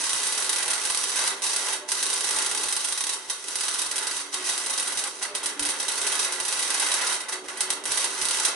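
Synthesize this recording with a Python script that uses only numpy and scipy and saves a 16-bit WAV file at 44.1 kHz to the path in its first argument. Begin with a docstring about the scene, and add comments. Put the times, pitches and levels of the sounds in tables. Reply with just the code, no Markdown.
"""Arc welding inside a boat hull.

Each metal drop that shorts the arc ends in a sharp pop; between pops the weld pool fries and the
plasma roars. When the arc runs long the popping dies down and a low drone remains. The steel hull,
heard a few metres from the arc, rings with it. Brief air hums and faint bass thumps lie beneath."""
import sys
import numpy as np
from scipy import signal
from scipy.fft import rfft, irfft, next_fast_len
from scipy.io import wavfile
from scipy.ndimage import uniform_filter1d, map_coordinates

SR = 44100
rng = np.random.default_rng(int(sys.argv[2]) if len(sys.argv) > 2 else 0)


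def digitize_waveform(pressure):
    """Quantize a signal to 16-bit integers and store it at the path in sys.argv[1].

    Rows of a 2-D input are taken as channels; values are limited to [-1, 1].
    """
    field = np.atleast_2d(pressure).T
    bounded = np.clip(field, -1, 1)
    quanta = np.round(bounded * 32767).astype(np.int16)
    wavfile.write(sys.argv[1], SR, quanta)


N = 377052
FFT_SIZE = next_fast_len(N + SR)
HZ = np.fft.rfftfreq(FFT_SIZE, 1 / SR)
TOP_HZ = 11110

# Big drops and restrikes. Each row: time in seconds, relative level in dB, snap 0-1 (soft to hard).
BIG_DROPS = [(0.0936, -25.5, 0.5), (0.1318, -27, 1), (0.1794, -30, 0.58), (0.233, -27, 0.3),
             (0.2686, -25.5, 0.7), (0.3236, -26, 0.6), (0.3778, -25, 0.7), (0.4246, -26.5, 0.7),
             (0.445, -28, 0.7), (0.4935, -22, 0.6), (0.53, -24, 0.69), (0.5613, -25, 0.5),
             (0.584, -26, 0.52), (0.626, -24.5, 0.35), (0.68, -25.5, 0.7), (0.7014, -22.5, 0.1),
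             (0.734, -25.0, 0.65), (0.8516, -23.5, 0.45), (0.9, -23, 0.5), (0.9476, -24, 1),
             (0.974, -25.5, 1), (1.0392, -25.5, 0.8), (1.0955, -26, 0.7), (1.1582, -26.5, 0.5),
             (1.1924, -25.5, 1), (1.24, -28, 0.9), (1.277, -23, 0.8), (1.4206, -27, 0.5),
             (1.436, -24.5, 0.0), (1.4668, -25.5, 0.6), (1.4918, -31, 0.61), (1.5325, -25.5, 0.6),
             (1.562, -24.5, 0.8), (1.6852, -27, 0.6), (1.7258, -25.5, 0.2), (1.889, -29.5, 0.62),
             (1.9184, -22, 0.7), (1.972, -35, 0.6), (2.0279, -22.0, 0.48), (2.0648, -27, 0.82),
             (2.1015, -25, 0.74), (2.1302, -24, 0.36), (2.2084, -26, 1), (2.2436, -25.5, 0.5),
             (2.2714, -28, 0.8), (2.29, -28, 0.9), (2.3088, -25, 0.9), (2.363, -26, 0.73),
             (2.387, -24, 0.8), (2.4226, -26.5, 0.7), (2.4627, -24.5, 0.9), (2.5134, -26.5, 0.63),
             (2.5487, -26.5, 0.84), (2.575, -27, 0.5), (2.634, -26.0, 0.4), (2.6855, -26, 0.63),
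             (2.7255, -23.5, 0.56), (2.7658, -24, 0.58), (2.844, -24, 0.23), (2.8865, -27.5, 0.6),
             (2.924, -25.5, 0.7), (2.9763, -26, 0.6), (3.0074, -25.5, 0.6), (3.039, -28, 0.8),
             (3.0689, -27.5, 0.77), (3.093, -25, 0.55), (3.1347, -28, 0.56), (3.299, -24, 0.3),
             (3.484, -30, 0.97), (3.5559, -24.5, 0.7), (3.609, -25.5, 0.78), (3.6823, -25, 0.5),
             (3.741, -27, 0.47), (3.7864, -25, 0.05), (3.818, -25.5, 0.75), (3.9129, -26.0, 0.55),
             (3.959, -25.5, 0.35), (3.9812, -25.5, 0.56), (4.07, -25, 0.49), (4.3423, -26, 0.7),
             (4.4567, -30, 0.01), (4.4917, -22, 0.24), (4.5784, -26.5, 0.8), (4.662, -27, 0.52),
             (4.6977, -24, 0.18), (4.734, -27, 0.3), (4.7771, -24.5, 0.35), (4.797, -25.5, 0.58),
             (4.827, -30.5, 0.5), (4.8723, -26.5, 0.2), (4.9221, -30, 0.46), (4.953, -36, 0.35),
             (4.974, -26.5, 0.48), (4.9888, -26.5, 0.45), (5.0392, -30, 0.6), (5.2263, -26, 0.3),
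             (5.3512, -25, 0.75), (5.4297, -30.0, 0.0), (5.4594, -23.5, 0.65), (5.5948, -25, 0.65),
             (5.6253, -26.5, 0.35), (5.6518, -25.5, 0.45), (5.6632, -27, 0.4), (5.6893, -25, 0.4),
             (5.703, -27.5, 0.57), (5.8, -25, 0.3), (5.8826, -23.5, 0.45), (5.918, -29, 0.56),
             (5.977, -26.5, 0.33), (6.0161, -26, 0.67), (6.0674, -22.5, 0.3), (6.1201, -25, 0.3),
             (6.1534, -27, 0.8), (6.1922, -23, 0.35), (6.2299, -27.5, 0.8), (6.2467, -24.5, 0.4),
             (6.324, -26.5, 0.7), (6.401, -26.0, 0.6), (6.4515, -27, 0.44), (6.4825, -26, 0.5),
             (6.5258, -25.5, 0.7), (6.5932, -26, 0.6), (6.6273, -27, 0.83), (6.6766, -32, 0.55),
             (6.704, -26, 0.6), (6.7428, -24, 0.47), (6.7984, -23, 0.6), (6.82, -25.5, 0.4),
             (6.8651, -27, 0.4), (6.917, -23.5, 0.55), (6.9405, -22.5, 0.65), (7.015, -28, 0.51),
             (7.0463, -31, 0.58), (7.0695, -27.5, 0.55), (7.0985, -27.5, 0.53), (7.124, -27.5, 0.4),
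             (7.143, -32, 0.6), (7.2043, -31, 0.3), (7.285, -33, 0.2), (7.324, -29.5, 0.2),
             (7.572, -35, 0.3), (7.6068, -20.5, 0.5), (7.696, -39, 0.5), (7.704, -21.5, 1),
             (7.839, -35, 0.85), (7.855, -27.5, 0.74), (7.9192, -24, 0.74), (7.9742, -21.5, 0.52),
             (8.0437, -23, 0.86), (8.2152, -24.0, 0.4), (8.2539, -24, 1), (8.2862, -26, 0.9),
             (8.3097, -24, 0.8), (8.346, -32, 0.9), (8.3717, -28, 0.98), (8.3997, -25.5, 0.9),
             (8.451, -19.5, 0.64), (8.484, -34, 0.96)]


def pops(room, drops, gain_db=31, max_snap_share=.89, rise_s=.0083, spit_t60_s=.028, soft_extra_s=.016):
    """The molten bridge bursts: part in one pressure spike, the rest in a ragged spit."""
    # Each row: frequency in Hz, gain in dB.
    pop_tone = [(40, 0), (120, -3), (300, -9), (1000, -7), (2200, -7.5), (3700, -2.5), (6000, -.5),
                (9500, 1.5)]
    count = SR // 12
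    t = np.arange(count) / SR
    pressure = np.zeros(N + count)
    crackles = rng.laplace(size=(SR // 100, count))
    for (start_s, db, snap), crackle in zip(drops, crackles):
        spike_share = np.clip(snap * max_snap_share, 0, 1)
        softness = (1 - spike_share) ** 2  # soft bursts rise slower and last longer
        swell = 1 - np.exp(-t / (softness * rise_s + 1 / SR))
        fade = amp(-60 * t / (spit_t60_s + softness * soft_extra_s))
        burst = np.sqrt((1 - spike_share) / count) * unit(crackle * swell * fade)
        burst[0] += np.sqrt(spike_share)
        pressure[round(start_s * SR):][:count] += amp(db + gain_db) * burst
    return through(pressure, room, pop_tone)


def small_drops(dip_db, gain_db=-4.5, gap_spread=.33, spread_db=.4, snap_spread=.1):
    """Steady wire feed puts small drops between the big ones, weaker in a lull. Rows as BIG_DROPS."""
    # Steady welding. 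Each row: start and end in seconds, drops per second, relative level in dB, snap.
    beads = [(.02, 1.301, 40, -27, 1), (1.432, 1.729, 33, -27.5, 0.3), (1.916, 2.726, 40.5, -28, 0.9),
             (2.726, 3.135, 25, -27, 0.7), (3.51, 4.21, 24, -25, 0.5), (4.429, 5.1, 32.5, -31, 0.2),
             (5.588, 6.5, 30, -27.5, 0.9), (6.5, 7.161, 36, -28, 0.29), (7.855, 8.043, 42, -27, 0.4),
             (8.18, 8.51, 37, -28, 0.9)]
    drops = []
    for start_s, end_s, per_s, db, snap in beads:
        marks_s = [start_s] + [s for s, _, _ in BIG_DROPS if start_s < s < end_s] + [end_s]
        draws = rng.standard_normal((SR // 2000, SR // 1000, 3))
        for from_s, to_s, draw in zip(marks_s, marks_s[1:], draws):
            count = max(round((to_s - from_s) * per_s), 1)
            gap, size, hardness = np.clip(draw[:count], -2, 1).T
            elapsed = np.cumsum(np.exp(gap_spread * gap))
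            times_s = from_s + (to_s - from_s) * elapsed[:-1] / elapsed[-1]
            for s, extra_db, extra_snap in zip(times_s, spread_db * size, snap_spread * hardness):
                lull_db = dip_db[min(round(s * SR), N - 1)]
                drops.append((s, db + gain_db + extra_db + lull_db, snap + extra_snap))
    return drops


def spatter(room, level_db, gain_db=1, bursts_per_s=1500, spread_db=5.5, flutter_db=.5):
    """The weld pool fries: tiny bursts of unequal size."""
    # Each row: frequency in Hz, gain in dB.
    spatter_tone = [(40, -20), (300, -10.5), (1000, -8.5), (2200, -7.5), (4000, -6.5), (6000, -2),
                    (10000, -4.5)]
    sizes = amp(spread_db * np.clip(rng.standard_normal(N), -2, 2)) * rng.choice([-1, 1], N)
    sparks = unit((rng.random(N) < bursts_per_s / SR) * sizes)
    return through(sparks * amp(level_db + gain_db + flutter_db * wobble(60)), room, spatter_tone)


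def plasma(room, roar_db, roar_gain_db=-2, flutter_db=2.5, surge_db=.7, wander_db=1.4):
    """Unsteady plasma roars and keeps the low hull resonances droning."""
    # Each row: frequency in Hz, gain in dB.
    roar_tone = [(40, -1), (150, 2.5), (350, -4), (600, 1.5), (1200, -2.5), (2100, 0), (2900, -5),
                 (4500, -11), (10000, -21)]
    drone_tone = [(40, -44.5), (150, 2.5), (290, -3.5), (400, -2.5), (600, -7), (1000, -14.5), (4000, -48)]
    # Each row: time in seconds, level in dB.
    drone_levels = [(0.0, -38), (0.09, -52), (2.66, -45.5), (2.71, -55), (5.48, -47), (5.64, -44),
                    (5.71, -46.5), (7.31, -52.5), (7.33, -47), (8.55, -46.5)]
    drone_db, = curves(drone_levels)
    turbulence = rng.standard_normal(N) * amp(flutter_db * wobble(40))
    roar = unit(through(turbulence, room, roar_tone))
    drone = unit(through(rng.standard_normal(N), room, drone_tone))
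    roar *= amp(roar_db + roar_gain_db + surge_db * wobble(9))
    drone *= amp(drone_db + wander_db * wobble(9))
    return roar + drone


def lulls(fade_s=.0091, restrike_s=.004):
    """The arc runs long or nearly dies, then restrikes: spatter and roar changes in dB."""
    # Each row: start and end in seconds, spatter change in dB, roar change in dB.
    long_arcs = [(1.309, 1.423, -16.5, 1.5), (1.76, 1.877, -24, -4), (3.15, 3.278, -8.5, 8),
                 (3.313, 3.432, -3.5, -9), (4.22, 4.324, -13.5, -1.5), (4.342, 4.437, -6.5, 9),
                 (5.087, 5.212, -7, -18), (5.257, 5.341, -34, -6), (5.374, 5.426, -16, -1.5),
                 (5.502, 5.59, -12, -3.5), (5.716, 5.777, -6, 2), (6.26, 6.325, -7.5, 0.5),
                 (6.342, 6.453, -5.5, 0), (7.168, 7.281, -30, -7), (7.298, 7.32, -9, -6),
                 (7.34, 7.478, -11.5, -0.5), (7.357, 7.437, -20, -3.5), (7.387, 7.482, 2, -11),
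                 (7.502, 7.594, -9.5, -2.5), (7.642, 7.7, -22, -1.5), (7.735, 7.85, -27, -7.5),
                 (8.06, 8.174, -4, -1.5), (8.495, 8.59, -26, 3)]
    t = np.arange(N) / SR
    change_db = np.zeros((2, N))
    for start_s, end_s, spatter_db, roar_db in long_arcs:
        depth = np.clip((t - start_s) / fade_s, 0, 1) * np.clip((end_s - t) / restrike_s + 1, 0, 1)
        change_db += np.outer([spatter_db, roar_db], depth)
    return change_db


def air_hums(waver_rad=.3):
    """Air resonances in the hull swell and fade, slightly unsteady in pitch."""
    # Each row: peak time in seconds, frequency in Hz, level in dB, half-length in seconds.
    hums = [(1.343, 390, -43.5, .05), (1.831, 386, -45.5, 0.041), (1.839, 596, -43, 0.035),
            (4.302, 290, -54, 0.26), (4.412, 369, -44.5, 0.053), (5.312, 594, -44, 0.044),
            (5.328, 414, -45, 0.048), (5.627, 293, -39.5, 0.065), (5.757, 298, -46, 0.038),
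            (6.351, 367, -45, 0.11), (7.393, 371, -43, 0.066), (7.686, 372.4, -44, 0.1),
            (7.83, 299, -49, 0.12), (8.033, 366, -46, 0.054), (8.214, 374, -44, 0.063)]
    count = SR * 2 // 3
    t = (np.arange(count) - count // 2) / SR
    sound = np.zeros(N + count)
    for peak_s, hz, db, half_s in hums:
        drift = np.interp(t, np.linspace(t[0], t[-1], num=20), rng.standard_normal(20))
        hum = np.exp(-(t / half_s) ** 2) * np.sin(2 * np.pi * hz * t + waver_rad * drift)
        sound[round(peak_s * SR) - count // 2:][:count] += amp(db) * hum
    return sound[:N]


def rumble(roar_db, thumps_per_s=5.5, half_s=.019, faint_db=-73, floor_db=-92, side_db=-5):
    """Soft, irregular bass thumps over a flickering floor; the faint ones grow with the roar."""
    # Each row: frequency in Hz, gain in dB.
    rumble_tone = [(20, -11), (40, -6), (70, -5), (120, -5), (180, -5), (260, -24), (600, -75)]
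    # Each row: peak time in seconds, level in dB.
    strong_thumps = [(0.15, -55), (0.25, -59), (0.41, -64), (0.49, -66), (0.68, -62), (0.91, -61),
                     (1.08, -66), (1.28, -60), (1.72, -63), (1.91, -62), (2.04, -63), (2.13, -63),
                     (2.37, -58), (2.53, -61), (2.66, -57), (3.3, -65), (3.89, -61), (4.07, -68),
                     (4.16, -64), (4.78, -69), (4.97, -61), (5.35, -65), (5.45, -63), (5.62, -53),
                     (5.69, -60), (6.01, -62), (6.12, -62), (6.42, -65), (6.59, -62), (6.91, -61),
                     (7.09, -66), (7.69, -62), (7.91, -56), (8.23, -54), (8.45, -59.5)]
    t = np.arange(N) / SR
    coarse_t = t[::100]

    def swells(thumps):
        envelope = sum(amp(db) * np.exp(-((coarse_t - s) / half_s) ** 2) for s, db in thumps)
        return np.interp(t, coarse_t, envelope)

    mid, side = through(rng.standard_normal((2, N)), 1, rumble_tone) * amp([[0], [side_db]])
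    faint_thumps = [((k + .35 * late) / thumps_per_s, faint_db + 3 * size)
                    for k, (late, size) in enumerate(rng.standard_normal((SR // 500, 2)))]
    floor = amp(floor_db + 5 * wobble(11))
    roar_gain = amp(.15 * (roar_db - np.median(roar_db)))
    level = floor + swells(strong_thumps) + swells(faint_thumps) * roar_gain
    return unit(np.array([mid + side, mid - side])) * level


def hull(direct_db=-7, scatter_db=-1.5, scatter_t60_s=.067, tail_db=-1, build_s=.002):
    """Stereo frequency response of the hull: direct sound, steel reflections, long ring."""
    # Broad colour. Each row: frequency in Hz, relative gain in dB.
    colour = [(20, -84), (70, -53), (150, -38.5), (195, -32.5), (230, -25), (330, -19.5), (650, -14),
              (900, -12), (2400, -11), (4000, -11.5), (6000, -11), (7000, -14), (8500, -12), (9700, -9),
              (11000, -11.5)]
    # Plate, frame and air resonances, and hollows. 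Each row: centre in Hz, width in Hz, lift in dB.
    modes = [(298, 17, 9.6), (375, 34, 6.4), (422, 104, 4.0), (530, 14, 4.6), (720, 50, -2), (827, 14, 5.2),
             (881, 25, 8.0), (930, 48, 3.4), (1010, 86, 5.0), (1112, 38, 8.2), (1176, 37, 4.7),
             (1267, 19, 10.8), (1325, 40, -3), (1401, 34, 7.6), (1517, 110, 6.5), (1600, 15, 4.1),
             (1690, 70, 3), (1913, 27, 4.6), (1980, 38, 8.6), (2075, 100, 5.2), (2340, 220, -2.2),
             (2614, 60, 7.0), (2748, 32, 6.0), (2932, 57, 4.7), (3116, 45, 7.2), (3273, 28, 6.0),
             (3335, 36, 4.4), (3722, 59, 4.8), (3780, 80, 6.2), (3960, 90, 6.8), (4070, 20, 6.2),
             (4304, 21, 6.0), (4545, 37, 7.1), (4828, 18, 7.0), (4890, 15, 5.2), (5421, 56, 5.0),
             (5745, 50, 3), (5872, 72, 4.4), (6024, 17, 5.9), (6186, 55, 4.2), (6355, 35, 3.5),
             (6510, 27, 5.6), (6750, 160, -2.5), (8050, 110, 5.0), (8377, 82, 5.0), (8744, 51, 8.2),
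             (8808, 36, 6.0), (9253, 35, 7.0), (9499, 31, 3.8), (9610, 50, 3)]
    # Steel surfaces. Each row: delay in seconds, level in dB re direct sound.
    walls = [(.0006, -16.5), (.001, -5), (.0026, -7), (.0031, -6), (.0035, -13), (.0047, -12.5),
             (.0057, -7.5), (.031, -7), (.0326, -11.5)]
    # Each row: frequency in Hz, reverberation T60 in seconds.
    decay = [(300, .6), (1000, .55), (2500, .4), (5000, .31), (10000, .26)]
    # Each row: frequency in Hz, side level in dB re mid.
    stereo_width = [(60, -38), (280, -14), (500, -8.5), (1000, -6), (2000, -3.5), (5000, -1), (10000, -3.5)]
    # Each row: frequency in Hz, share of echo ripple kept 0-1.
    echo_ripple = [(250, .1), (4000, .25), (6500, .5)]
    count = SR * 3 // 4
    t = np.arange(count) / SR
    hz, frame_s, spectra = signal.stft(rng.standard_normal((2, count)), SR, nperseg=256)
    spectra *= amp(-60 * frame_s / along(decay, hz)[:, None])
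    tail = signal.istft(spectra, SR, nperseg=256)[1][:, :count]
    tail *= 1 - np.exp(-t / build_s)
    scatter = rng.standard_normal((2, count)) * amp(-60 * t / scatter_t60_s)
    echoes = (amp(tail_db) * unit(tail) + amp(scatter_db) * unit(scatter)) / np.sqrt(2 * count)
    for k, (delay_s, db) in enumerate(walls):
        mid_side = np.array([1, (-1) ** k / 2])  # left and right in turn
        echoes[:, round(delay_s * SR)] += amp(direct_db + db) * mid_side
    echoes[0, 0] += amp(direct_db)  # arc straight ahead
    paths = rfft(echoes, FFT_SIZE)
    # Echoes give the fine ripple; colour and modes set the broad shape.
    power = np.abs(paths) ** 2
    ripple = along(echo_ripple, HZ)
    smooth = np.abs(uniform_filter1d(power, size=2400))
    fine = np.abs(uniform_filter1d(power, size=200))
    trend = np.sqrt(smooth ** ripple * fine ** (1 - ripple))
    lift_db = sum(db / (1 + (2 * (HZ - centre_hz) / width_hz) ** 2) for centre_hz, width_hz, db in modes)
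    shape = amp(along(colour, HZ) + lift_db)
    shape /= np.sqrt(np.mean(shape ** 2 * (HZ < TOP_HZ)))
    width = amp(along(stereo_width, HZ))
    mid = paths[0] * causal(shape / trend[0] / np.hypot(1, width))
    side = paths[1] * causal(shape / trend[1] * width / np.hypot(1, width))
    return np.array([mid + side, mid - side])


def amp(db):
    """Decibels to gain."""
    return 10 ** (np.asarray(db) / 20)


def unit(x):
    """Scale to rms 1."""
    return x / np.sqrt(np.mean(x ** 2) + 1e-20)


def along(points, hz):
    """Interpolate (Hz, value) points on a log axis."""
    knots_hz, values = np.transpose(points)
    return np.interp(np.log(hz + 1), np.log(knots_hz + 1), values)


def curves(rows):
    """One value per sample for each column after the time."""
    times_s, *columns = np.transpose(rows)
    return [np.interp(np.arange(N) / SR, times_s, column) for column in columns]


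def wobble(knots_per_s):
    """Smooth random curve."""
    knots = rng.standard_normal(int(N * knots_per_s / SR) + 4)
    return map_coordinates(knots, [np.arange(N) * knots_per_s / SR])


def causal(gain):
    """Minimum-phase response with this gain: no ringing ahead of a blow."""
    cepstrum = irfft(np.log(np.maximum(gain, 1e-6)), FFT_SIZE)
    cepstrum[1:FFT_SIZE // 2] *= 2
    cepstrum[FFT_SIZE // 2 + 1:] = 0
    return np.exp(rfft(cepstrum))


def through(x, response, tone):
    """Filter a source by its tone and a stereo response."""
    return irfft(rfft(x, FFT_SIZE) * response * causal(amp(along(tone, HZ))), FFT_SIZE)[:, :N]


def scene():
    """The arc in the hull, slightly louder on the right, over hums and rumble."""
    # Arc strength. Each row: time in seconds, relative spatter and roar levels in dB.
    arc_levels = [(0, -22, -47.5), (.7, -29, -31.5), (1.05, -24.5, -48), (1.24, -23.5, -31),
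                  (1.48, -24.5, -46), (1.68, -26, -32.5), (2.12, -25.5, -55), (2.4, -25, -32),
                  (2.8, -28.5, -44.5), (3.4, -30.5, -61), (3.7, -25, -48), (4, -34.5, -33),
                  (4.15, -27.5, -42), (4.4, -23, -46.5), (4.72, -29.5, -37.5), (5.3, -28.5, -33),
                  (5.7, -31, -38.5), (6.18, -24.5, -33.5), (6.45, -26.5, -37.5), (6.75, -24, -33),
                  (7.1, -24.5, -31), (7.55, -29, -34.5), (8, -25.5, -36), (8.5, -22.5, -36)]
    room = hull()
    lull_db = lulls()
    spatter_db, roar_db = curves(arc_levels) + lull_db
    drops = BIG_DROPS + small_drops(lull_db[0])
    arc = pops(room, drops) + spatter(room, spatter_db) + plasma(room, roar_db)
    balance = amp([[-.85], [.85]])
    return arc * balance + air_hums() + rumble(roar_db)


def record(dry):
    """Steep low-pass at TOP_HZ."""
    low_pass = 1 / np.sqrt(1 + (HZ / TOP_HZ) ** 400)
    return irfft(rfft(dry, FFT_SIZE) * low_pass, FFT_SIZE)[:, :N]


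dry = scene()
out = record(dry)
digitize_waveform(out)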